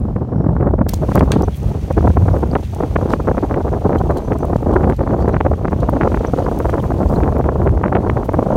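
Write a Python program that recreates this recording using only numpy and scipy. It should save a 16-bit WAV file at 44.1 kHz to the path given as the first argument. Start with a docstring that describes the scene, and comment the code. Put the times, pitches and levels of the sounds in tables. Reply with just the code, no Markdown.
"""On a small open boat at sea, gusty wind strikes the microphone while a hydraulic hauler draws in a rope.
Large eddies make a deep rumble; small ones add a flutter and a fast, uneven train of buffets and pops.
The hauler's lever clicks and knocks against its stop, oil hisses through the valve, the metalwork rings.
The wet, weedy rope crackles, spatters, squeaks and clinks in the sheave. Small waves wash faintly."""
import sys
import numpy as np
from scipy import signal
from scipy.fft import rfft, irfft, next_fast_len
from scipy.io import wavfile
from scipy.ndimage import uniform_filter1d, minimum_filter1d

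SR = 44100
rng = np.random.default_rng(int(sys.argv[2]) if len(sys.argv) > 2 else 0)


def to_wav(sig):
    """Store sig (one row per channel, or 1-D mono) as 16-bit WAV at the path in sys.argv[1].

    Samples outside -1..1 are clipped; the rate is SR.
    """
    pcm = np.clip(np.atleast_2d(sig), -1, 1) * 32767
    pcm = np.round(pcm).astype(np.int16)
    wavfile.write(sys.argv[1], SR, pcm.T)  # frames by channels


N = 377496
TIME = np.arange(N) / SR

# strength of the wind: t/s, level of the rumble/dB, level of the small eddies/dB
WIND_LEVELS = [(0, -15, -20.5), (0.27, -26, -23.5), (0.4, -25, -15), (0.62, -14.5, -20), (0.97, -18, -22.5),
               (1.2, -18, -15.5), (1.47, -16, -25), (1.56, -24, -32.5), (1.68, -14, -19.5),
               (1.9, -22.5, -28), (2.02, -12, -31), (2.25, -10, -22), (2.54, -22, -22), (2.65, -24, -36),
               (2.8, -18.5, -26.5), (3.3, -17.5, -26.5), (3.85, -21, -24), (4.06, -13, -23.5),
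               (4.2, -22.5, -24.5), (4.33, -19.5, -21.5), (4.5, -17.5, -22), (4.6, -17.5, -35),
               (4.7, -14, -14.5), (4.82, -18, -20.5), (4.92, -14.5, -12), (4.96, -21, -45),
               (5.0, -17.5, -19), (5.12, -19, -20), (5.25, -15.5, -16.5), (5.38, -15, -24.5),
               (5.6, -17, -24.5), (6.02, -17.5, -17), (6.3, -18.5, -23), (6.8, -17, -21),
               (7.2, -12.5, -19.5), (7.47, -17.5, -18.5), (7.72, -13, -20), (7.95, -19, -15.5),
               (8.12, -15.5, -21.5), (8.24, -20.5, -24.5), (8.56, -20, -15)]
# hardest eddies at the microphone: t/s, buffet level/dB, length/s, pop level/dB, strongest f of the pop/Hz
HARD_EDDIES = [(0.164, -11.5, 0.0072, -14, 690), (0.218, -15, 0.014, -28, 550),
               (0.327, -12, 0.013, -22, 560), (0.467, -9, 0.0082, -14, 580), (0.492, -10, 0.0096, -14, 547),
               (0.566, -19, 0.008, -6.5, 520), (0.61, -8.5, 0.013, -15.5, 720), (0.629, -9, 0.011, -9, 600),
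               (0.673, -9, 0.024, -6, 540), (0.739, -5, 0.0056, -17.5, 550),
               (0.79, -13, 0.0086, -15.5, 630), (0.816, -0.5, 0.0073, -4, 600),
               (0.867, -13, 0.0077, -13, 542), (0.937, -12, 0.0059, -15, 550),
               (1.035, -11.5, 0.024, -11, 550), (1.09, -8.5, 0.0079, -11, 560),
               (1.119, -13, 0.0079, -6, 600), (1.158, -0.5, 0.0082, 6.5, 565),
               (1.179, -3.5, 0.013, -3, 855), (1.209, -13, 0.0043, -0.5, 770), (1.226, -3, 0.018, -6, 590),
               (1.309, -12.5, 0.009, -14, 550), (1.338, -11.5, 0.013, -7, 544), (1.364, 2, 0.0079, -9, 536),
               (1.411, -8, 0.01, -20, 550), (1.434, -10, 0.0081, -11, 550), (1.483, -11, 0.009, -10, 544),
               (1.91, -9.5, 0.0092, -7, 540), (1.98, -4.5, 0.015, -4.5, 630),
               (2.009, -11, 0.0039, -20, 550), (2.028, -10, 0.0042, -16, 560),
               (2.05, -7.5, 0.015, -19, 550), (2.077, -8.5, 0.0092, -2, 610),
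               (2.104, -13.5, 0.0099, -15, 600), (2.172, -4, 0.0066, 0, 680), (2.177, -4, 0.0037, -8, 620),
               (2.223, -17, 0.0061, -18, 550), (2.261, -15, 0.0088, -23, 550),
               (2.286, -11.5, 0.0078, -2, 543), (2.366, -14, 0.014, -10, 580),
               (2.434, -9.5, 0.012, -13, 700), (2.535, -12, 0.0072, -12, 600),
               (2.554, -4, 0.0034, -4.5, 1020), (2.559, -15, 0.0034, -0.5, 520),
               (2.5647, -8.5, 0.0065, -1, 520), (2.807, -7.5, 0.005, -7, 547),
               (2.836, -14.5, 0.019, -6, 590), (2.96, -8, 0.0042, -2.5, 900), (2.9635, -5, 0.004, 6, 750),
               (3.014, -12, 0.0049, -16, 604), (3.03, -13, 0.01, -23, 560), (3.059, -14, 0.0086, -16, 600),
               (3.106, -18.5, 0.042, -8, 590), (3.137, -6.5, 0.0078, -0.5, 830),
               (3.202, -15.5, 0.0093, -12.5, 595), (3.287, -10.5, 0.02, 4.5, 560),
               (3.315, -9.5, 0.007, -9, 560), (3.381, -13.5, 0.014, -4, 665), (3.436, -10, 0.014, -12, 550),
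               (3.512, -15.5, 0.02, -4.5, 593), (3.543, -17, 0.01, -8.5, 885),
               (3.574, -13, 0.023, -13, 560), (3.608, -15, 0.012, -18, 600),
               (3.681, -18, 0.016, -10.5, 610), (3.738, -17, 0.029, -11, 635), (3.859, -9, 0.021, -18, 651),
               (3.895, -13, 0.0059, -9, 560), (3.931, -13, 0.032, -8, 720),
               (3.959, -10.5, 0.0073, -2.5, 600), (4.015, -12, 0.0057, -5.5, 515),
               (4.107, -10.5, 0.021, -4.5, 610), (4.169, -17, 0.045, -12, 557),
               (4.283, -15, 0.0077, -15, 610), (4.321, -11.5, 0.018, -8.5, 890),
               (4.359, -14.5, 0.012, -22, 550), (4.432, -12.5, 0.0069, -11, 550),
               (4.533, -12, 0.01, -13, 616), (4.56, -5.5, 0.0037, -15, 545),
               (4.63, -15.5, 0.0087, -13.5, 597), (4.695, -16, 0.023, -15, 576),
               (4.73, -13, 0.0069, -15, 556), (4.765, -4, 0.013, 6, 560), (4.809, -13, 0.017, -11, 580),
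               (4.843, -13, 0.024, -7.5, 800), (4.874, -9.5, 0.007, -19, 620),
               (4.899, -12, 0.018, -4.5, 694), (4.924, -14, 0.0041, -14.5, 950),
               (4.993, -14.5, 0.005, -16, 750), (5.011, -11, 0.012, -6, 590), (5.037, -18, 0.01, -13, 650),
               (5.076, -12.5, 0.0053, -10.5, 700), (5.109, -15.5, 0.031, -9, 606),
               (5.137, -13.5, 0.015, -22, 600), (5.193, -15, 0.011, -14, 576), (5.225, -17, 0.01, -12, 600),
               (5.258, -14.5, 0.0061, -12, 600), (5.281, -6, 0.0052, -5, 650), (5.293, -18, 0.012, -6, 620),
               (5.344, -13, 0.014, -7.5, 840), (5.367, -16.5, 0.008, -3.5, 715),
               (5.41, -10.5, 0.0065, -2, 1010), (5.453, -13, 0.008, -8, 600),
               (5.466, -6.5, 0.0077, -4.5, 684), (5.516, -8.5, 0.005, -15, 534),
               (5.537, -11, 0.0076, -11, 590), (5.654, -16, 0.0096, -2.5, 630),
               (5.683, -19, 0.0072, -8.5, 780), (5.731, -14.5, 0.017, -5, 620),
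               (5.832, -13.5, 0.015, -7, 620), (5.892, -9, 0.007, 3, 550), (5.935, -12.5, 0.011, -11, 600),
               (5.968, -13.5, 0.014, -7, 580), (6.012, -12, 0.013, 2.5, 766), (6.034, -10, 0.0088, -7, 810),
               (6.076, -6, 0.0055, -3.5, 642), (6.12, -15, 0.0077, -9, 627), (6.146, -10, 0.0063, -5, 780),
               (6.174, -16, 0.0056, -7.5, 684), (6.21, -12.5, 0.0065, -15, 603),
               (6.249, -13, 0.0056, -5, 684), (6.337, -6, 0.0043, -11, 553), (6.388, -13, 0.016, -7, 526),
               (6.466, -16, 0.006, -3, 569), (6.574, -17.5, 0.016, -19, 547),
               (6.603, -15.5, 0.017, -7.5, 680), (6.656, -13, 0.013, -3.5, 585),
               (6.696, -18, 0.0078, -7.5, 756), (6.741, -14.5, 0.02, -3, 626),
               (6.782, -13.5, 0.014, -9, 650), (6.841, -18, 0.017, -8.5, 584),
               (6.907, -12, 0.0052, -10, 536), (6.92, -7, 0.0035, -9, 560), (6.942, -12.5, 0.005, -25, 625),
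               (7.031, -16, 0.012, -11, 685), (7.061, -18, 0.013, -16, 600),
               (7.139, -15.5, 0.018, -11, 620), (7.172, -12, 0.017, -24, 594),
               (7.204, -25, 0.0071, -10, 637), (7.235, -11, 0.012, -10.5, 1000),
               (7.278, -17.5, 0.028, -4, 568), (7.325, -17.5, 0.012, -13.5, 600),
               (7.367, -13.5, 0.013, -9, 650), (7.411, -24, 0.011, -11, 620),
               (7.443, -20, 0.0052, -15, 805), (7.461, -15, 0.023, -13, 576), (7.49, -8, 0.0062, 7, 545),
               (7.563, -25, 0.0092, -23, 620), (7.618, -19, 0.058, -8, 604), (7.675, -14.5, 0.024, -4, 750),
               (7.776, -21, 0.005, -12, 652), (7.84, -14.5, 0.0064, 3, 740), (7.861, -12.5, 0.017, -5, 720),
               (7.882, -14.5, 0.0044, -8, 750), (7.927, -18, 0.015, 2.5, 613),
               (7.953, -12.5, 0.007, -4, 990), (7.968, -11.5, 0.012, -7, 850),
               (8.049, -19, 0.0049, -20, 600), (8.074, -19, 0.0092, -10, 617), (8.099, -9, 0.0038, -3, 960),
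               (8.171, -11, 0.0098, -4, 615), (8.233, -16, 0.0067, -10, 600),
               (8.292, -12.5, 0.0085, -7.5, 710), (8.343, -11.5, 0.0098, -3, 600),
               (8.392, -5.5, 0.0082, -5, 632), (8.428, -7, 0.004, -17, 530),
               (8.507, -7.5, 0.0066, -10.5, 580), (8.522, -16, 0.0076, -11, 610)]
# oil rushing through valve and motor: t/s, level/dB, relative level of the top octave/dB
OIL_LEVELS = [(0.9, -43, 0), (1.0, -53.5, 7), (1.15, -43.5, 5), (1.27, -52.5, 6.5), (1.9, -50, 3.5),
              (2.5, -53, 6.5), (2.8, -50, 4.5), (3.7, -53.5, 4), (4.5, -55, 6.5), (5.1, -55.5, 3),
              (5.6, -56, 3.5), (6.2, -49, 1.5), (6.65, -51, 7.5), (7.2, -53.5, 5.5), (7.5, -55.5, 5),
              (7.8, -57.5, 4), (8.4, -53, 5)]
# normal modes of the lever and its mounting plate: f/Hz, level/dB, t60/s
PLATE_MODES = [(1610, 13, 0.035), (1860, -3, 0.16), (2320, 3, 0.06), (2480, -3, 0.1), (2710, 2, 0.07),
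               (3340, -4, 0.09), (4400, -1, 0.08), (4570, -3, 0.05), (4690, 1, 0.053), (5800, -17, 0.12),
               (6270, 2, 0.02), (6500, -12, 0.12), (8130, 6, 0.03), (9080, -17, 0.06), (11000, -2, 0.035),
               (11500, -20, 0.15)]
CALM_S = 0.016  # a hard eddy sweeps small ones away for this long on either side


def rumble(gain_db=-0.5, surge_db=2):
    """Turbulent pressure: large, slow eddies rock the microphone's diaphragm in surges."""
    # spectrum of the large eddies: f/Hz, spectral level/dB
    spectrum = [(15, -57), (25, -20), (35, 13), (50, 15.5), (72, 18.5), (100, 13), (150, 8), (220, 1.5),
                (400, -60)]
    pressure = steadied(noise(colour(spectrum)), span=0.27, amount=0.62)
    surges = np.clip(walk(25), -2, 1)
    return pressure * undb(curve(WIND_LEVELS, axis=1) + gain_db + surge_db * surges)


def flutter(dull_db=-5.5, bright_db=-15, slow_db=-11):
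    """Intermittency: small eddies come in bursts, louder and brighter the faster the air."""
    speed = np.minimum(walk(70), 1.8)
    slow = noise(turbulence(low_hz=126, rolloff_hz=100)) * undb(slow_db + 3.8 * speed)
    dull = noise(turbulence(low_hz=211, rolloff_hz=305)) * undb(dull_db + 3.26 * speed)
    bright = noise(turbulence(low_hz=645, rolloff_hz=288)) * undb(bright_db + 11.37 * speed)
    pressure = slow / exposure() + dull * np.sqrt(exposure()) + bright * exposure()
    return pressure * undb(curve(WIND_LEVELS, axis=2)) * calm()


def exposure():
    """Shelter: finer turbulence reaches the microphone as it comes to face open water (1 = exposed)."""
    return np.interp(TIME, [0.5, 1.8, 3.0], [0.36, 0.55, 1])


def calm(depth=0.048):
    """Sweeping: a hard eddy carries small ones away, so the gain of the flutter dips slightly."""
    near = np.zeros(N)
    for s, *_ in HARD_EDDIES:
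        add(near, s - 2 * CALM_S, swell(CALM_S))
    return 1 - depth * np.minimum(near, 1)


def eddies(count=420, gap_s=0.022, length_s=0.0064, pop_hz=550):
    """Advection: the wind carries lesser eddies past between the hard ones; both as HARD_EDDIES rows."""
    gap, size, length, pop, pitch = np.clip(rng.standard_normal((count, 5)), -1.5, 1.5).T
    times = np.cumsum(gap_s * np.exp(0.45 * gap)) - gap_s / 2
    shelter_db = 20 * np.log10(np.interp(times, TIME, exposure()))
    wind_db = np.interp(times, TIME, curve(WIND_LEVELS, axis=2)) + shelter_db
    buffet_db = wind_db - 1.5 + 4.5 * size
    pop_db = wind_db - 3 + 4 * np.tanh(pop)
    lengths = length_s * np.exp(0.47 * length)
    lesser = np.column_stack([times, buffet_db, lengths, pop_db, pop_hz * 2 ** (0.09 * pitch)])
    clear = np.abs(times[:, None] - np.array(HARD_EDDIES)[:, 0]).min(axis=1) > CALM_S
    return np.vstack([HARD_EDDIES, lesser[clear & (times < TIME[-1])]])


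def buffets(train, gain_db=-1, thump_db=-5):
    """Amplitude modulation: each eddy is a few pressure swings that swell and die over a soft thump."""
    envelope = np.zeros(N)
    for s, db, length, *_ in train:
        add(envelope, s - 2 * length, puff(length) * undb(db + gain_db))
    swings = steadied(noise(turbulence(low_hz=290, rolloff_hz=330)), span=0.013, amount=0.99)
    thump = steadied(noise(turbulence(low_hz=107, rolloff_hz=107)), span=0.0097, amount=0.64)
    tilt = np.sqrt(exposure())
    return envelope * (swings * tilt + thump * undb(thump_db) / tilt)


def pops(train, gain_db=-1, rebound=0.061, port_hz=4500, shred_count=2):
    """Pressure pulse: an eddy crossing the port gives one lopsided swing, a rebound and weaker shreds."""
    out, t = np.zeros(N), np.arange(-512, 512) / SR

    def swing(hz, phase):
        """Pulse whose spectrum peaks at hz and falls exponentially above it."""
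        return np.real(np.exp(2j * np.pi * phase) / (1 - 1j * np.pi * hz * t) ** 3)

    chances = rng.random((len(train), shred_count + 1, 3))
    for (s, _, length, db, hz), (main, *shreds) in zip(train, chances):
        main_phase, lag, rebound_phase = main
        start, size = s + t[0], undb(db + gain_db)
        add(out, start, size * swing(hz, main_phase))
        add(out, start + 0.00087 + 0.00333 * lag, size * rebound * swing(hz, rebound_phase))
        for when, weakness, phase in shreds:
            size = undb(min(db - 7, 1) + gain_db - 4 * weakness)
            add(out, start + 0.8 * length * (2 * when - 1), size * swing(0.98 * hz, phase))
    return signal.sosfilt(signal.butter(3, port_hz, fs=SR, output="sos"), out)  # the port dulls the top


def cavity(ring_db=-7, ring_hz=930, ring_s=0.0015, spread_oct=0.2, threshold_db=-2.5):
    """Cavity resonance: the hardest pops ring the air behind the port for a few swings."""
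    out, t = np.zeros(N), np.arange(-512, 512) / SR
    envelope = np.exp(-(t / ring_s) ** 2)
    for (s, _, _, db, _), (phase, pitch) in zip(HARD_EDDIES, rng.random((len(HARD_EDDIES), 2))):
        if db > threshold_db:
            hz = ring_hz * 2 ** (spread_oct * (2 * pitch - 1))
            ring = np.cos(2 * np.pi * (hz * t + phase)) * envelope
            add(out, s + t[0], ring * undb(min(db, 0) + ring_db))
    return out


def hydraulics(opens_s=0.886, ring_db=-11, patchy_db=3):
    """Flow noise: oil hisses once the valve opens and drives the metalwork's modes, by turns."""
    def ringing(modes):
        """Forced vibration: noise through a set of resonances, wandering in level."""
        def response(f):
            return sum(np.abs(resonance(hz, 70)(f)) ** 2 / (1 + (hz / 12000) ** 2) for hz, *_ in modes)
        return noise(response) * undb(patchy_db * np.clip(walk(9), -2, 1))

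    valve = np.clip((TIME - opens_s) / 0.0034, 0, 1)
    grain = undb(walk(90))
    metal = unit(ringing(PLATE_MODES[::2]) + ringing(PLATE_MODES[1::2]))
    hiss = oil_shaped(rng.standard_normal(N) * grain)
    return valve * (hiss + metal * undb(curve(OIL_LEVELS, axis=1) + ring_db))


def oil_shaped(source, top_hz=7000):
    """Source and filter: a sound takes on the colour, level and brightness of the oil flow."""
    # spectrum of the oil's hiss: f/Hz, spectral level/dB
    spectrum = [(900, 6), (2000, 13), (3200, 9.5), (4400, 5.5), (5000, 2.5), (6100, 5), (7700, -2.5),
                (9200, -2), (10400, -5), (11500, -5), (15500, -8.5)]
    hiss = shaped(source, colour(spectrum))
    top = signal.sosfiltfilt(signal.butter(2, top_hz, "high", fs=SR, output="sos"), hiss)
    top_boost = undb(curve(OIL_LEVELS, axis=2)) - 1
    return (hiss + top * top_boost) * undb(curve(OIL_LEVELS, axis=1))


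def clicks():
    """Damped impacts: the lever, then the rope seating in the sheave, give dry cracks of noise."""
    # light impacts: t/s, level/dB, centre f/Hz, t60/s
    impacts = [(0.9359, -19, 6070, 0.007), (0.941, -19.5, 5030, 0.011), (1.1551, -14.5, 12500, 0.0048),
               (1.156, -27, 4500, 0.017), (1.423, -17, 4500, 0.0013), (1.9261, -37, 8040, 0.01),
               (2.748, -34, 7900, 0.009), (4.386, -36, 8020, 0.012), (4.4527, -39, 9900, 0.012),
               (5.8964, -36, 11930, 0.022), (6.589, -27.5, 10000, 0.0069), (7.3839, -39, 12000, 0.0099),
               (7.644, -43, 7000, 0.01), (8.3307, -40, 9860, 0.011)]
    out, t = np.zeros(N), np.arange(8192) / SR
    for s, db, hz, t60 in impacts:
        add(out, s, noise(resonance(hz, 0.51 * hz), len(t)) * decay(t, t60) * undb(db))
    return out


def lever_knocks(crack_db=3, ring_db=-18, rattle_db=-19):
    """Impact excitation: the lever cracks against its stop, rings in its modes and rattles its plate."""
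    # blows on the stop: t/s, level/dB
    blows = [(1.194, -30), (1.3187, -14.5)]
    # spectrum of the crack and the rattle: f/Hz, spectral level/dB
    spectrum = [(300, -16), (1000, 7), (1700, -2), (2300, -1), (3400, 1), (4700, -5), (5300, -12),
                (6400, -9), (7500, -16), (9000, -11), (12000, -25), (15500, -25)]
    out, t = np.zeros(N), np.arange(8192) / SR
    ring = sum(undb(db) * np.sin(2 * np.pi * hz * t) * decay(t, t60) for hz, db, t60 in PLATE_MODES)
    for s, db in blows:
        crack = noise(colour(spectrum), len(t)) * decay(t, t60=0.014)
        rattle = noise(colour(spectrum), len(t)) * decay(t, t60=0.28)
        add(out, s, (undb(crack_db) * crack + undb(ring_db) * ring + undb(rattle_db) * rattle) * undb(db))
    return out


def rope_crackle(snaps_per_s=190, gain_db=-5.5, patchy_db=2.5, grain_s=0.0016, from_s=1.4):
    """Shot noise: wet fibres and weed crackle as the sheave pinches them, each size at its own pitch."""
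    grains = 0
    for hz in np.geomspace(2800, 13000, num=5):
        snaps = rng.random(N) < snaps_per_s / SR
        sizes = undb(4 * np.minimum(rng.exponential(size=N), 3.5))
        bursts = signal.lfilter([1], [1, -np.exp(-1 / (grain_s * SR))], snaps * sizes)
        grains = grains + bursts * noise(resonance(hz, hz / 2)) * np.sqrt(hz)
    patches = undb(patchy_db * np.clip(walk(12), -2, 1))
    return oil_shaped(grains * patches) * undb(gain_db) * (TIME > from_s)


def rushes(grain_db=3):
    """Jet and friction noise: oil spurts as the valve cracks open, and weed drags over the sheave."""
    # gritty swells: t/s, level/dB, length/s, centre f/Hz, bandwidth/Hz
    swells = [(0.893, -28, 0.006, 14000, 5040), (0.893, -30.5, 0.0081, 4470, 5000),
              (0.912, -46, 0.025, 9000, 13900), (0.956, -46, 0.03, 6340, 8000),
              (1.567, -46, 0.029, 11900, 7000), (2.644, -44, 0.024, 2300, 1510),
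              (3.103, -42, 0.011, 4150, 2500), (3.13, -42, 0.031, 3800, 2800),
              (5.221, -53, 0.017, 4900, 2000), (6.824, -49, 0.008, 11800, 8770),
              (7.13, -53, 0.15, 7500, 11000), (8.256, -48, 0.016, 12500, 7060)]
    out = np.zeros(N)
    for s, db, length, hz, width in swells:
        add(out, s - 2 * length, noise_swell(length, hz, width) * undb(db))
    return out * unit(undb(grain_db * walk(300)))


def squeaks(waver_hz=150, roughness=0.6):
    """Stick-slip friction: the wet rope creaks in short glides of unsteady pitch and strength."""
    # slips under load: t/s, level/dB, length/s, f/Hz, glide over one length/Hz
    slips = [(1.44, -39, 0.0056, 6100, -60), (2.335, -46, 0.0043, 5300, 150),
             (2.5145, -39, 0.002, 4600, 150), (5.035, -55, 0.012, 4450, -150),
             (5.333, -49, 0.008, 4350, 148), (5.335, -51, 0.011, 5750, -120),
             (6.08, -68, 0.11, 10780, -220), (6.273, -44, 0.0092, 5950, 300),
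             (6.446, -46, 0.0056, 4810, 200), (6.802, -44, 0.006, 3300, -150),
             (7.091, -44, 0.0041, 4800, -200), (7.162, -41, 0.0059, 4160, 400)]
    out = np.zeros(N)
    waver = waver_hz * walk(350)
    grip = unit(1 + roughness * walk(500))
    for s, db, length, hz, glide in slips:
        envelope = swell(length)
        pitch = hz + glide * np.linspace(-2, 2, len(envelope))
        pitch += np.roll(waver, -int(s * SR))[:len(envelope)]
        tone = np.sqrt(2) * np.sin(2 * np.pi * np.cumsum(pitch) / SR)
        add(out, s - 2 * length, tone * envelope * undb(db))
    return out * grip


def sheave_clinks(attack_s=0.001, scatter_db=3, width_hz=160, scrape_db=-5):
    """Modal superposition: each lump scrapes the sheave and rings its damped modes in a different mix."""
    # bumps from lumps of weed and rope: t/s, level/dB
    bumps = [(3.983, -43), (4.108, -48), (4.17, -39.5), (4.181, -45), (4.562, -47), (4.735, -47),
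             (4.896, -46), (4.963, -49), (5.2, -53), (5.282, -48), (5.802, -46), (6.698, -43)]
    # normal modes of the sheave: f/Hz, level/dB
    modes = [(3150, 5), (4000, 3), (4350, -2), (4790, -3), (5700, -6), (6050, -4), (7100, -1), (8450, -4),
             (9080, -9), (9900, -11), (11560, -10), (13450, -8)]
    out, t = np.zeros(N), np.arange(8192) / SR
    envelope = (1 - np.exp(-t / attack_s)) * decay(t, t60=0.04)
    for (s, db), mix in zip(bumps, rng.standard_normal((len(bumps), len(modes)))):
        ring = sum(noise(resonance(hz, width_hz), len(t)) * undb(mode_db + scatter_db * chance)
                   for (hz, mode_db), chance in zip(modes, mix))
        scrape = noise(resonance(8000, 9000), len(t)) * undb(scrape_db)
        add(out, s, 2 * (unit(ring) + scrape) * envelope * undb(db))
    return out


def metal_singing(width_hz=60):
    """Sharp resonance: the loaded metalwork gives faint, narrow tones that swell and fade."""
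    # tones of the metalwork: t/s, level/dB, length/s, f/Hz
    tones = [(1.194, -42, 0.01, 3340), (1.2, -51, 0.013, 9000), (1.342, -56, 0.033, 3320),
             (1.54, -49, 0.028, 3310), (1.935, -51, 0.024, 2500), (2.26, -59, 0.04, 2480),
             (3.3, -59, 0.21, 2460), (4.26, -56, 0.029, 6080), (4.41, -56, 0.038, 6080),
             (4.899, -60, 0.02, 9000), (5.22, -57, 0.046, 4580), (5.29, -62, 0.022, 11400)]
    out = np.zeros(N)
    for s, db, length, hz in tones:
        add(out, s - 2 * length, noise_swell(length, hz, width_hz) * undb(db))
    return out


def spatter(gain_db=-55, scatter_db=6, centre_hz=5600, width_hz=600, from_s=1.5, count=260):
    """Random impacts: water squeezed from the rope makes tiny pitched splashes, the higher the fainter."""
    out, t = np.zeros(N), np.arange(2048) / SR
    for when, size, pitch in rng.random((count, 3)):
        hz = centre_hz * 2 ** (2 * pitch - 1)
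        splash = noise(resonance(hz, width_hz), len(t)) * decay(t, t60=0.049)
        gain = np.sqrt(centre_hz / hz) * undb(gain_db + scatter_db * (2 * size - 2.5))
        add(out, from_s + when * (TIME[-1] - from_s), splash * gain)
    return out


def sea(level_db=-57, whistle_hz=5491, whistle_db=-72):
    """Incoherent sum: small waves round the hull merge into a dull wash; a thin whistle swells once."""
    wash = noise(colour([(300, 8), (1500, 6), (3000, 0), (5500, -6), (8000, -10), (15500, -15)]))
    out = wash * undb(level_db + walk(2.7))
    add(out, 0, noise_swell(0.2, whistle_hz, width=25) * undb(whistle_db))
    return out


def undb(db):
    """Decibels to amplitude gain."""
    return 10 ** (np.asarray(db) / 20)


def unit(x):
    """Normalisation to rms 1."""
    return x / np.sqrt(np.mean(x ** 2) + 1e-20)


def curve(table, axis):
    """Linear interpolation of one column of a table in time."""
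    rows = np.array(table)
    return np.interp(TIME, rows[:, 0], rows[:, axis])


def shaped(x, response):
    """Linear filtering of x by a frequency response; rms 1."""
    hz = np.fft.rfftfreq(len(x), 1 / SR) + 1e-3
    return unit(irfft(rfft(x) * response(hz), len(x)))


def noise(response, size=N):
    """Gaussian noise filtered by a frequency response; rms 1."""
    return shaped(rng.standard_normal(next_fast_len(size)), response)[:size]


def colour(points):
    """Frequency response through points of f/Hz, level/dB."""
    hz, db = np.transpose(points)
    return lambda f: undb(np.interp(np.log(f), np.log(hz), db))


def resonance(hz, width):
    """Response of a damped oscillator with half-power bandwidth width/Hz."""
    return lambda f: 1 / (1 + 1j * (f * f - hz * hz) / (f * width))


def turbulence(low_hz, rolloff_hz):
    """Viscous dissipation kills small eddies, so the treble of this response dies exponentially."""
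    return lambda f: np.exp(-f / rolloff_hz) / np.sqrt(1 + (low_hz / f) ** 4)


def walk(rate_hz):
    """Smooth random modulation with a bandwidth of about rate_hz; rms 1."""
    return noise(lambda f: np.exp(-(f / rate_hz) ** 2))


def decay(t, t60):
    """Exponential damping by 60 dB in t60 seconds."""
    return np.exp(-np.log(1000) * t / t60)


def swell(length):
    """Gaussian envelope, peaking after 2 * length s; its power stays above 1 / e for length s."""
    t = np.arange(-int(2 * length * SR), int(2 * length * SR)) / SR
    return np.exp(-2 * (t / length) ** 2)


def puff(length, steepness=9):
    """A swell with a steep front: an eddy arrives abruptly, one length before its peak."""
    envelope = swell(length)
    return envelope / (1 + np.exp(-steepness * (np.linspace(-2, 2, len(envelope)) + 1)))


def noise_swell(length, hz, width):
    """Band-limited noise under a Gaussian envelope."""
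    envelope = swell(length)
    return noise(resonance(hz, width), len(envelope)) * envelope


def steadied(x, span, amount):
    """Compression: even out the chance swells of a noise over span seconds."""
    window = int(span * SR) + 1
    power = uniform_filter1d(uniform_filter1d(x * x, window), window)
    return unit(x / (np.abs(power) + 1e-6) ** (amount / 2))


def add(out, start, sound):
    """Superposition: mix a sound in at start/s."""
    i = int(start * SR)
    a, b = max(i, 0), min(i + len(sound), N)
    if b > a:
        out[a:b] += sound[a - i:b - i]


def scene(low_cut_hz=33):
    """Superposition of wind, hauler and sea; the microphone is deaf to the wind's slowest swings."""
    train = eddies()
    wind = rumble() + flutter() + buffets(train) + pops(train) + cavity()
    wind = signal.sosfiltfilt(signal.butter(2, low_cut_hz, "high", fs=SR, output="sos"), wind)
    hauler = hydraulics() + metal_singing()
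    water = sea()
    hauler += rope_crackle() + spatter() + rushes() + squeaks() + sheave_clinks()
    hauler += clicks() + lever_knocks()
    return (wind + hauler + water)[None]


def record(dry, notch_hz=10480, notch_width_hz=550, notch_depth=0.45, top_hz=15850):
    """Absorption in the port notches the treble; a limiter holds the hardest buffets; the top is cut."""
    hz = np.fft.rfftfreq(N, 1 / SR) + 1e-3
    port = 1 - notch_depth * resonance(notch_hz, notch_width_hz)(hz)
    heard = irfft(rfft(dry) * port, N)
    safe_gain = np.minimum(1, 1 / (np.abs(heard) + 1e-9))
    held_gain = minimum_filter1d(safe_gain, size=260)
    gain = uniform_filter1d(uniform_filter1d(held_gain, size=130), size=130)
    return signal.sosfilt(signal.ellip(10, .2, 80, top_hz, fs=SR, output="sos"), heard * gain)


dry = scene()
out = record(dry)
to_wav(out)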